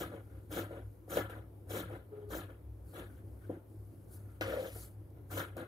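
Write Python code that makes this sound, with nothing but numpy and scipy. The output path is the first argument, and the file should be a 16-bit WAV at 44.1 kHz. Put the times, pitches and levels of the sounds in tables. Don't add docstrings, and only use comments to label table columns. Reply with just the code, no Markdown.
import sys
import numpy as np
from scipy import signal
from scipy.fft import rfft, irfft
from scipy.io import wavfile
from scipy.ndimage import uniform_filter1d

SR = 44100
rng = np.random.default_rng(int(sys.argv[2]) if len(sys.argv) > 2 else 0)


def ratio(d):
    e = np.asarray(d, float) / 20
    return 10 ** e


def put_to_file(sound):
    columns = np.atleast_2d(sound).T
    safe = np.clip(columns, -1, 1)
    whole_steps = np.round(safe * 32767)
    wavfile.write(sys.argv[1], SR, whole_steps.astype(np.int16))


N = 250047


def evened(x):
    return x / np.sqrt(np.mean(x ** 2) + 1e-20)


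def interpolated(points, hz):
    f, value = np.transpose(points)
    return np.interp(np.log(hz + 1), np.log(f + 1), value)


def causal(db):
    log_gain = np.log(ratio(np.maximum(db, -100)))
    both_sides = np.r_[log_gain, log_gain[-2:0:-1]]
    return np.exp(np.conj(signal.hilbert(both_sides)))[:len(db)]


def response(points, modes=(), modes_db=-100., lift_db=0., lift_hz=1660.0):
    hz = np.fft.rfftfreq(8192, 1 / SR)
    broad = ratio(interpolated(points, hz)) ** 2
    peaks = sum(ratio(db) ** 2 / (1 + (2 * (hz - f) / width) ** 2) ** 2 for f, width, db in modes)
    shape_db = 10 * np.log10(broad + ratio(modes_db) ** 2 * peaks + 1e-12)
    shape_db += lift_db * np.clip(5 * (hz / lift_hz - 1), 0, 1)
    h = irfft(causal(shape_db))[:3000]
    return h / np.linalg.norm(h)


def colour(x, h):
    return signal.oaconvolve(x, h)[:N]


def room(x, t60, wet_db, left_db, lag_samples=0):
    t = np.arange(4096) / SR
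    echoes = rng.standard_normal((2, len(t))) * ratio(-60 * t / t60) * (t > .0005)
    echoes *= ratio(wet_db) / np.linalg.norm(echoes[0])
    echoes[:, 0] = 1
    paths = []
    for spectrum, lag in zip(rfft(echoes, 16384), (lag_samples, 0)):
        colouring_db = 20 * np.log10(abs(spectrum) + 1e-4)
        path = irfft(spectrum / causal(0.83 * colouring_db))[:len(t)]
        paths.append(np.roll(path, lag) / np.linalg.norm(path))
    return signal.oaconvolve(x[None], np.array(paths), axes=1)[:, :N] * ratio([[left_db / 2], [-left_db / 2]])


def patchy(x, patch_db, sway):
    z = signal.stft(x, nperseg=256)[2]
    blobs = rng.standard_normal((z.shape[2], z.shape[1], 2)).T
    blobs = uniform_filter1d(uniform_filter1d(blobs, size=6, axis=1), size=5, axis=2)
    level, turn = map(evened, blobs)
    fade = np.linspace(1.25, .45, z.shape[1])[:, None]
    z = z * evened(ratio(patch_db * level)) * np.exp(1j * sway * fade * np.array([turn, -turn]))
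    return signal.istft(z, nperseg=256)[1][:, :N]


def snaps(per_s, spread_db):
    size = ratio(spread_db * np.minimum(rng.exponential(1, N), 4)) * rng.choice([-1., 1.], N)
    return size * (rng.random(N) < per_s / SR)


# hz, level_db (per Hz)
AIR_SPECTRUM = [(82, -31), (140, -3.5), (155, -4.5), (221, -9.5), (309, -3), (539, -11.5), (607, -16.5),
                (1020, -25.5), (1240, -28), (2690, -41.5), (7530, -45), (11200, -34), (14200, -36.5),
                (16000, -44)]
# hz, lift_db
AIR_LIFT = [(400, -0.5), (800, 4), (1500, 1), (2300, 5), (4500, 0.7)]
# hz, level_db (per Hz)
RUMBLE_SPECTRUM = [(15, -38), (30, -18), (50, -16), (80, 9), (110, 3.5), (140, -12), (200, -40), (300, -92)]
# hz, likeness (-1 to 1)
PORT_LIKENESS = [(60, 0.94), (150, 0.91), (380, 0.65), (950, 0.13), (2380, 0.049), (5980, 0.32),
                 (15000, 0.93)]


def air():
    frames, hz = N // 512 + 5, np.fft.rfftfreq(2048, 1 / SR)
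    a, b, c, d, patches = rng.standard_normal((frames, 1025, 5)).T
    patches = evened(uniform_filter1d(uniform_filter1d(patches, size=24, axis=0), size=10, axis=1))
    same = np.clip(interpolated(PORT_LIKENESS, hz), -1, 1)[:, None]
    left, other = a + 1j * b, c + 1j * d
    z = np.array([left, same * left + np.sqrt(1 - same ** 2) * other])
    murmur = ratio(interpolated(AIR_SPECTRUM, hz) + interpolated(AIR_LIFT, hz))
    rumble = ratio(interpolated(RUMBLE_SPECTRUM, hz))
    z *= (murmur + rumble)[:, None] * ratio(1.3 * patches)
    noise = signal.istft(z, nperseg=2048, noverlap=1536)[1][:, :N]
    return ratio(-57) * evened(noise) * ratio([[.8], [-.8]])


# time_s, level_db
LOW_SWELLS = [(.03, -55), (.36, -52), (.56, -54), (.75, -56), (.86, -51), (1., -62), (1.19, -52),
              (1.29, -57), (1.39, -54), (1.48, -56), (1.68, -58), (1.85, -54), (1.98, -56), (2.35, -48),
              (2.55, -55), (2.7, -48), (2.84, -50), (3.03, -53), (3.17, -54), (3.34, -50), (3.82, -53),
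              (4.1, -60), (4.3, -57), (4.4, -55), (4.53, -49), (4.74, -51), (4.83, -52), (5., -60),
              (5.33, -56), (5.52, -60)]
# time_s, level_db
HIGH_SWELLS = [(.08, -51), (.2, -50), (.37, -49), (.52, -52), (.63, -45), (.74, -53), (.88, -47),
               (1.11, -54), (1.24, -45), (1.39, -49), (1.73, -45), (1.93, -47), (2.27, -49), (2.44, -48),
               (2.73, -51), (2.9, -55), (3.08, -54), (3.27, -48), (3.49, -46), (3.79, -49), (3.99, -52),
               (4.25, -49), (4.45, -45), (4.6, -52), (4.76, -49), (4.99, -49), (5.1, -53), (5.36, -42),
               (5.52, -48)]


def hum():
    out, t = np.zeros(N), np.arange(N) / SR
    # pitch_hz, width_hz, swells, swell half-length_s, steady level_db
    modes = [(64., 3., LOW_SWELLS, .042, -67), (101.6, 1.5, HIGH_SWELLS, .038, -57.5)]
    for hz, width_hz, swells, swell_s, steady_db in modes:
        slow = uniform_filter1d(uniform_filter1d(rng.standard_normal(N), size=3000), size=3000)
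        wander = width_hz * evened(slow)
        power = ratio(steady_db) ** 2
        power += sum(ratio(top_db) ** 2 * np.exp(-((t - s) / swell_s) ** 2) for s, top_db in swells)
        out += np.sqrt(2 * power) * np.sin(2 * np.pi * np.cumsum(hz + wander) / SR)
    return np.array([np.roll(out, 5), out]) * ratio([[.6], [-.6]])


def toot():
    start_s, end_s, level_db = 2.125, 2.295, -49.5
    pitch_hz, sag_hz_per_s, throbs_per_s = 422, -50, 20
    t = np.arange(N) / SR - start_s
    held = np.clip(np.minimum(t, end_s - start_s - t) / .015 + 1, 0, 1)
    throb = 1 + .55 * np.cos(2 * np.pi * throbs_per_s * (t - .012))
    turn = 2 * np.pi * (pitch_hz + sag_hz_per_s * t / 2) * t
    tone = np.sin(turn) + ratio(-30) * np.sin(2 * turn) + ratio(-30) * np.sin(3 * turn)
    return np.sqrt(2) * ratio(level_db - 35 * np.maximum(t - .06, 0)) * held * throb * tone


def thrum():
    middle_s, half_s, pitch_hz, level_db = 1.82, .05, 174, -52
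    t = np.arange(N) / SR - middle_s
    return np.sqrt(2) * ratio(level_db) * np.exp(-(t / half_s) ** 2) * np.sin(2 * np.pi * pitch_hz * t)


# hz, level_db (per Hz)
SCRAPE_SPECTRUM = [(1120, -37), (1900, -1), (2050, 0), (2700, -5), (4540, -14), (6000, -15), (7800, -47),
                   (13200, -120)]


def drag():
    start_s, end_s, mode_hz, width_hz = 4.41, 4.75, 530, 120
    since = np.arange(N) / SR - start_s
    stroke = np.sin(np.pi * np.clip(since / (end_s - start_s), 0, 1) ** .8) ** 2
    mode = response([(0, -100), (1, -100)], [(mode_hz, width_hz, 0)], modes_db=0)
    slowing = (since > 0) * np.clip(1.3 - since / 0.39, 0, 1.3)
    grip = 1 + 4 * np.exp(-abs(since) / .02)
    slips = colour(evened(snaps(per_s=700, spread_db=2.0)), mode)
    rasp = colour(evened(snaps(per_s=6000, spread_db=3.0)), response(SCRAPE_SPECTRUM))
    return ratio(-36.5) * stroke * slips + ratio(-57.5) * slowing * grip * rasp


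def strokes(rows, shape, parts_db, crisp=(0, 0, 1, 1)):
    rise, growth_db, fall = shape
    eager = (1, 1, 1.1, .45)
    quick = (1, 1, .9, 1.25)
    t, out = np.arange(N) / SR, np.zeros((4, N))
    for start, end, db, crisp_db in rows:
        near = slice(max(round((start - .3) * SR), 0), round((end + .4) * SR))
        left = np.clip((end - t[near]) / (end - start), 0, 1)
        level_db = db - growth_db * np.outer(eager, left)
        level_db -= rise * np.maximum(start - t[near], 0)
        level_db = level_db - fall * np.outer(quick, np.maximum(t[near] - end, 0))
        share_db = np.array(parts_db) + crisp_db * np.array(crisp)
        out[:, near] += ratio(level_db + share_db[:, None]) ** 2
    return out


# bite_s, shut_s, effort_db, crispness_db
SNIPS = [
    (-.06, .014, -42, 0),
    (.518, .585, -41, 0.5),
    (1.105, 1.165, -43, 3),
    (1.703, 1.785, -43, 2),
    (2.308, 2.372, -44.5, 1),
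    (2.94, 2.992, -50.5, -2),
    (5.314, 5.395, -45, 3),
]
# start_s, end_s, effort_db, crispness_db
NUDGES = [(.125, .165, -51, 0), (.3, .39, -68, 4), (.712, .778, -50.5, -1), (1.32, 1.38, -55, 2),
          (1.9, 1.96, -51, 1), (2.125, 2.23, -61, -3), (2.496, 2.51, -60, 3), (2.96, 3.0, -56, 11),
          (4.47, 4.56, -47, 7), (4.58, 4.67, -52, 3), (4.755, 4.765, -57, -2), (5.168, 5.18, -70, 3),
          (5.58, 5.618, -46.5, 1)]
# start_s, end_s, effort_db, blade_drag_db
BRUSHES = [(.2, .46, -80, 8), (.8, .96, -81, 3), (2.89, 2.95, -69, 6), (3.05, 3.18, -76, 15),
           (3.25, 3.4, -79, 5), (3.43, 3.54, -77, 20), (3.7, 4.05, -79, 0), (4.135, 4.155, -60.5, 3),
           (4.2, 4.36, -77, 13), (4.49, 4.55, -63, 0), (4.6, 4.69, -59.5, 0), (4.75, 4.835, -54, 0)]
# start_s, end_s, effort_db, crispness_db
LANDINGS = [
    (1.171, 1.19, -37, -1),
    (5.373, 5.388, -45, 8),
    (1.297, 1.305, -51, 3),
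    (3.496, 3.503, -42, -26),
    (4.411, 4.418, -41, 2),
    (5.568, 5.578, -48, 0),
]


def action():
    slow = uniform_filter1d(uniform_filter1d(rng.standard_normal(N), size=1500), size=1500)
    resting_db, fidget_db = (-66, -80, -94, -94), (2.5, 3, 2, 2)
    power = ratio(np.array(resting_db)[:, None] + np.outer(fidget_db, evened(slow))) ** 2
    power += strokes(SNIPS, shape=(950, 7, 195), parts_db=(0.5, 0, -5.5, -9))
    power += strokes(NUDGES, shape=(700, 1, 260), parts_db=(-2, 0, -10, -22))
    power += strokes(LANDINGS, shape=(9000, 0, 230), parts_db=(-4, -2, -5, -15), crisp=(-.22, .1, 1, 1))
    power += strokes(BRUSHES, shape=(260, 2, 190), parts_db=(-15, -15, -14, 0), crisp=(0, 0, 1, 0))
    return 10 * np.log10(power)


# time_s, peak_db, brightness_db, ring_t60_s
KNOCKS = [(0.118, -42, -17, 0.049), (0.287, -54, -17, 0.055), (0.506, -41.5, -8, 0.053),
          (0.708, -37, -16, 0.067), (0.957, -57, -17, 0.06), (1.079, -40.5, -16, 0.049),
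          (1.127, -29.5, -21, 0.06), (1.17, -23.5, -11.5, 0.1), (1.295, -38.5, -9, 0.074),
          (1.671, -47, -10, 0.06), (1.705, -37, -18, 0.06), (1.739, -31, -23, 0.071),
          (1.9, -38.5, -23, 0.06), (2.303, -37.5, -17, 0.06), (2.35, -28.5, -26, 0.06),
          (2.496, -44, -11, 0.052), (2.936, -39.5, -13, 0.081), (3.496, -30, -34, 0.076),
          (4.41, -27, -10, 0.08), (4.76, -38, -27, 0.06), (5.168, -57, -16, 0.065), (5.315, -38, -4, 0.069),
          (5.371, -31.5, -1, 0.06), (5.567, -34, -12, 0.075)]


def blows():
    low, high, t = np.zeros(N), np.zeros(N), np.arange(6000) / SR
    rattles = rng.standard_normal((len(KNOCKS), len(t)))
    for (time_s, db, bright_db, t60), rattle in zip(KNOCKS, rattles):
        blow = 0.077 * rattle * ratio(-60 * t / max(t60, .01))
        blow[0] = 1
        at = round(time_s * SR)
        felt_db = db + 0.35 * (db + 30.5)
        low[at:at + len(t)] += ratio(felt_db) * blow[:N - at]
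        high[at:at + len(t)] += ratio(felt_db + bright_db) * blow[:N - at]
    return low, high


# hz, level_db (per Hz)
FRAME_SPECTRUM = [(79, -41.5), (135, -12.5), (156, -8), (199, -7), (232, -11), (280, -2), (323, 0.5),
                  (360, -5), (385, -5.5), (500, -31), (850, -120)]


def legs(threads, push_db, low_blows):
    frame = response(FRAME_SPECTRUM)
    shaken = ratio(push_db - 0.5) * colour(threads, frame)
    return shaken + ratio(-19.5) * colour(low_blows, frame) / abs(frame).max()


# hz, level_db (per Hz)
TABLE_SPECTRUM = [(270, -24), (455, 2), (502, -1.5), (544, -0.5), (647, -6.5), (802, -9.5), (882, -19.5),
                  (1000, -17), (1300, -41), (2200, -120)]
# pitch_hz, width_hz, level_db
TABLE_MODES = [(535, 96, 0.5), (725, 18, -3)]


def table(threads, load_db, low_blows):
    top = response(TABLE_SPECTRUM, TABLE_MODES, modes_db=1.0, lift_db=1.5, lift_hz=590.0)
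    return ratio(load_db - 0.3) * colour(threads, top) + ratio(-5) * colour(low_blows, top) / abs(top).max()


# hz, level_db (per Hz)
FIBRE_SPECTRUM = [(2820, -44.5), (4800, -11), (5970, -7), (7140, -6.5), (8190, -12.5), (9790, -6.5),
                  (12400, -10.5), (14000, 1), (14700, -5), (15600, -11.5), (16200, -20)]
# hz, level_db (per Hz)
BRUSH_SPECTRUM = [(2650, -31), (4500, -8.5), (5490, -13), (6510, -9.5), (8420, -8.5), (9680, -0.5),
                  (12600, -2), (15100, -9.5), (16200, -15)]


def fibres(rasp_db, hiss_db):
    fizz = evened(snaps(per_s=9000, spread_db=2.0))
    brushing = np.clip(np.maximum((hiss_db - rasp_db + 2.5) / 11, (-57 - hiss_db) / 8), 0, 1)
    cut = (1 - brushing) * colour(fizz, response(FIBRE_SPECTRUM))
    return ratio(hiss_db + 1.3) * (cut + brushing * colour(fizz, response(BRUSH_SPECTRUM)))


# time_s, peak_db
TICKS = [
    (1.1717, -25),
    (1.298, -48),
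    (4.411, -32),
    (5.1048, -56),
    (5.5687, -39),
]


def pivot():
    clicks, weave = np.zeros(N), response(FIBRE_SPECTRUM)
    for time_s, db in TICKS:
        clicks[round(time_s * SR)] = ratio(db - 4)
    return colour(clicks, weave) / abs(weave).max()


# hz, level_db (per Hz)
BLADE_SPECTRUM = [(590, -41), (1000, -9), (1160, -8), (1330, -0.5), (1460, -5), (1590, 0.5), (2030, -15),
                  (2300, -16.5), (2680, -18.5), (3150, -13), (4050, -17.5), (4800, -30.5), (6240, -52),
                  (10600, -120)]
# pitch_hz, width_hz, level_db
BLADE_MODES = [(943, 22, -2), (1358, 55, -2.5), (1570, 48, -0.5), (2280, 33, -10.5), (3180, 57, -10),
               (3630, 31, -14)]
# hz, level_db (per Hz)
SLIDE_SPECTRUM = [(590, -35.5), (1000, -7), (1040, -9), (1160, -7.5), (1470, 0.5), (1960, -13), (2590, -21),
                  (3140, -18), (4000, -26), (5200, -57), (8800, -120)]


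def blades(threads, rasp_db, hiss_db, high_blows):
    steel = response(BLADE_SPECTRUM, BLADE_MODES, modes_db=-2.0, lift_db=2.0)
    resting, scrape = response(SLIDE_SPECTRUM, lift_db=2.0), response(SCRAPE_SPECTRUM)
    rasp = evened(threads + 1.4 * evened(snaps(per_s=4000, spread_db=2)))
    biting = np.clip((hiss_db - rasp_db + 14) / 9, 0, 1) * (rasp_db > -66)
    biting = uniform_filter1d(biting, size=400)
    out = ratio(rasp_db + 3.5) * (biting * colour(rasp, steel) + (1 - biting) * colour(rasp, resting))
    out += ratio(-0.5) * colour(high_blows, resting) / abs(resting).max()
    return out + ratio(-5) * colour(high_blows, scrape) / abs(scrape).max()


def scissors():
    push_db, load_db, rasp_db, hiss_db = action()
    threads = evened(snaps(per_s=1800, spread_db=3.1))
    low, high = blows()
    wood = table(threads, load_db, low) + drag() + toot()
    out = room(wood, 0.056, -8, 3.2, lag_samples=9)
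    out += room(legs(threads, push_db, low), 0.033, 2, 1.0, lag_samples=6)
    near = room(blades(threads, rasp_db, hiss_db, high), 0.075, 6.44, 3.9, lag_samples=10)
    near += room(fibres(rasp_db, hiss_db), 0.038, -3.5, 2.1)
    return out + patchy(near, patch_db=2.4, sway=0.5) + pivot()


def scene():
    return air() + hum() + thrum() + scissors()


def band_limit(x):
    return signal.sosfilt(signal.butter(12, 16490, fs=SR, output="sos"), x)


def record(dry):
    lowpass = signal.firwin(511, 15730, window=("kaiser", 7), fs=SR)
    limited = signal.oaconvolve(dry, lowpass[None], "same")
    return band_limit(limited)


dry = scene()
out = record(dry)
put_to_file(out)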